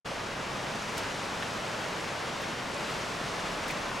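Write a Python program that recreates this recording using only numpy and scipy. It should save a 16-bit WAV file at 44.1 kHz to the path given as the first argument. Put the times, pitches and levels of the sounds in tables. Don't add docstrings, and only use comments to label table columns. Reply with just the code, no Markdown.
import sys
import numpy as np
from scipy import signal
from scipy.fft import rfft, irfft
from scipy.io import wavfile
from scipy.ndimage import uniform_filter1d

SR = 44100
rng = np.random.default_rng(int(sys.argv[2]) if len(sys.argv) > 2 else 0)


def dump_mix(stems):
    frames = np.atleast_2d(stems).T
    limited = np.clip(frames, -1, 1)
    pcm = np.round(limited * 32767).astype(np.int16)
    wavfile.write(sys.argv[1], SR, pcm)


N = 176400

# (frequency [Hz], relative level [dB])
RUSH_SPECTRUM = [(15, -28), (30, -16.0), (45, -11.5), (65, -9.5), (110, -0.8), (150, 0.1), (215, -1),
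                 (260, -2.5), (380, -2.5), (470, -1.0), (590, 0.5), (760, -2), (1050, -1.2), (1400, -3.5),
                 (2000, -6.5), (2800, -8.5), (4000, -13), (5500, -15), (7400, -20.5), (8700, -25),
                 (10400, -29), (13000, -38), (16200, -44.5)]
# (time [s], relative level [dB])
RUSH_DRIFT = [(0.05, -1), (0.45, 0), (0.9, -1), (1.5, 0), (2.0, -0.34), (2.5, 0.05), (3.0, -0.7),
              (3.5, 0.3), (4.0, -0.3)]
# (time [s], gain at the shelf's midpoint [dB])
TREBLE_SHELF = [(0.05, -0.5), (0.35, -1), (0.6, -0.3), (0.85, 0.7), (1.6, 0), (2.0, 0.5), (2.6, -0.5),
                (2.95, 1.0), (3.25, 0.5), (4.0, -0.2)]
# (frequency [Hz], coherence [0-1])
STEREO_COHERENCE = [(60, 0.91), (160, 1), (270, 0.88), (450, 0.78), (740, 0.75), (1220, .76), (2010, 0.79),
                    (3330, .88), (5500, 0.94), (8500, 0.93), (10500, 1)]
# (frequency [Hz], left minus right level [dB])
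STEREO_BALANCE = [(60, .5), (220, 0.2), (340, .5), (550, -1.5), (800, 0.5), (1290, 0.9), (2380, 1.5),
                  (4400, .5), (8000, 0.4), (15000, 1.2)]
# (frequency [Hz], lead of the left [rad])
PHASE_LEAD = [(0, 0), (340, 0.17), (600, 0.11), (1640, 0.0025), (2840, -0.0), (15900, 0.0)]
# (time [s], level [dB], centre [Hz], width [octaves], decay time [s])
LEAF_TICKS = [(0.974, -41, 6500, 0.92, .002), (0.9797, -31, 5540, 0.74, 0.0023),
              (0.9855, -34, 1900, 1, .005), (0.991, -47, 8000, .8, 0.0036),
              (1.4250, -24, 1980, .55, 0.0013), (1.4293, -30, 1700, 0.84, 0.0033),
              (1.4275, -48, 10500, .15, .003), (1.441, -53, 14500, .2, .002), (2.416, -52, 14000, .4, .005),
              (2.744, -40, 6760, 0.31, 0.0037), (3.681, -40.5, 6000, 1.0, .0025),
              (3.701, -29.5, 2320, .22, 0.0049), (3.7085, -44, 8500, .9, .005)]
# (time [s], duration [s], level [dB], centre [Hz], width [octaves])
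LEAF_RUSTLES = [(0.963, 0.049, -44, 3800, 0.75), (3.667, 0.066, -40.5, 2090, 1.24)]
# (time [s], frequency [Hz], relative level [dB])
HUM_COURSE = [(0.08, 28.5, -56), (1.64, 29.0, -66), (1.98, 28.2, -72), (2.48, 28.9, -72), (2.61, 30.3, -69),
              (2.94, 29.8, -61), (3.34, 32.8, -54), (3.64, 34.3, -52), (4.0, 33.8, -53)]


def distant_rush(level_db=-34.5, patch_db=0.43, swell_db=0.37, flicker_db=0.26, shelf_mid_hz=5000):
    size, hop = 1024, 256
    frames, hz = N // hop + 5, np.fft.rfftfreq(size, 1 / SR)
    t = np.arange(frames) * hop / SR
    shape = (2, frames, len(hz))
    left, independent = rng.standard_normal(shape) + 1j * rng.standard_normal(shape)
    coherence = over_hz(STEREO_COHERENCE, hz)
    right = coherence * left + np.sqrt(1 - coherence ** 2) * independent
    right *= np.exp(-1j * over_hz(PHASE_LEAD, hz))
    balance = amp(over_hz(STEREO_BALANCE, hz) / 2)
    patches = unit(uniform_filter1d(wander((frames, len(hz)), size=10), size=9, axis=1))
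    drift_db = over_time(RUSH_DRIFT, t) + swell_db * wander(frames, size=40)
    drift_db += flicker_db * wander(frames, size=3)
    treble_db = over_time(TREBLE_SHELF, t)[:, None] * 2 * hz / (hz + shelf_mid_hz)
    gain = amp(over_hz(RUSH_SPECTRUM, hz) + patch_db * patches + drift_db[:, None] + treble_db)
    spectra = np.array([left * balance, right / balance]) * gain
    _, noise = signal.istft(spectra.swapaxes(1, 2), nperseg=size, noverlap=size - hop)
    return amp(level_db) * unit(noise[:, :N])


def leaf_tick(level_db, centre_hz, octaves, decay_s, rise_s=0.00049, size=2048):
    t = np.arange(size) / SR
    envelope = np.minimum(t / rise_s, 1) * np.exp(-np.maximum(t - rise_s, 0) / decay_s)
    burst = envelope * leaf_resonance(rng.standard_normal((2, size)), centre_hz, octaves)
    return amp(level_db) * np.sqrt(np.mean(envelope ** 2)) * unit(burst)


def leaf_rustle(length_s, level_db, centre_hz, octaves, slips_per_s=4200, spread_db=2.3, size=8192):
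    slipping = rng.random(size) < slips_per_s / SR
    strength = amp(spread_db * np.minimum(rng.exponential(1, size), 4))
    drive = slipping * strength * rng.standard_normal((2, size))
    arch = np.sin(np.pi * np.minimum(np.arange(size) / SR / length_s, 1))
    return amp(level_db) * arch * leaf_resonance(drive, centre_hz, octaves)


def leaf_resonance(drive, centre_hz, octaves, stereo_spread=0.32):
    hz = np.fft.rfftfreq(drive.shape[1], 1 / SR) + 1
    response = np.exp(-0.5 * (np.log2(hz / centre_hz) / octaves) ** 2)
    mid, side = irfft(rfft(drive) * response)
    return unit(np.array([mid + stereo_spread * side, mid - stereo_spread * side]))


def foliage(strays_per_s=6):
    mix = np.zeros((2, N))
    for start_s, *tick in LEAF_TICKS:
        add(mix, start_s, leaf_tick(*tick))
    for start_s, *rustle in LEAF_RUSTLES:
        add(mix, start_s, leaf_rustle(*rustle))
    for when, pitch in rng.random((round(strays_per_s * N / SR), 2)):
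        stray = leaf_tick(level_db=-51, centre_hz=5500 * 2 ** (pitch - 0.5), octaves=0.5, decay_s=0.0018)
        add(mix, when * N / SR, stray)
    return mix


def deep_hum(gain_db=-1.5, waver_fraction=0.018):
    t = np.arange(N) / SR
    hz = over_time(HUM_COURSE, t) * (1 + waver_fraction * wander(N, size=4000))
    cycles = np.cumsum(hz) / SR + rng.random()
    level_db = gain_db + over_time(HUM_COURSE, t, column=2)
    return amp(level_db) * unit(np.sin(2 * np.pi * cycles))


def amp(db):
    return 10 ** (np.asarray(db) / 20)


def unit(x):
    return x / np.sqrt(np.mean(x ** 2) + 1e-20)


def over_hz(points, hz):
    frequency, value = np.transpose(points)
    return np.interp(np.log(hz + 1), np.log(frequency + 1), value)


def over_time(points, t, column=1):
    points = np.array(points)
    return np.interp(t, points[:, 0], points[:, column])


def wander(shape, size):
    smoothed = uniform_filter1d(rng.standard_normal(shape), size, axis=0)
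    return unit(uniform_filter1d(smoothed, size, axis=0))


def add(mix, start_s, sound):
    part = mix[:, max(round(start_s * SR), 0):][:, :sound.shape[1]]
    part += sound[:, :part.shape[1]]


def scene():
    return distant_rush() + foliage() + deep_hum()


def record(dry, start_s=0.046, fade_s=0.014, floor_db=-67, cutoff_hz=16450):
    opening = np.clip((np.arange(N) / SR - start_s) / fade_s, amp(floor_db), 1)
    low_pass = signal.firwin(1023, cutoff_hz, window=("kaiser", 9), fs=SR)
    return signal.oaconvolve(dry * opening, low_pass[None], "same", axes=1)


dry = scene()
out = record(dry)
dump_mix(out)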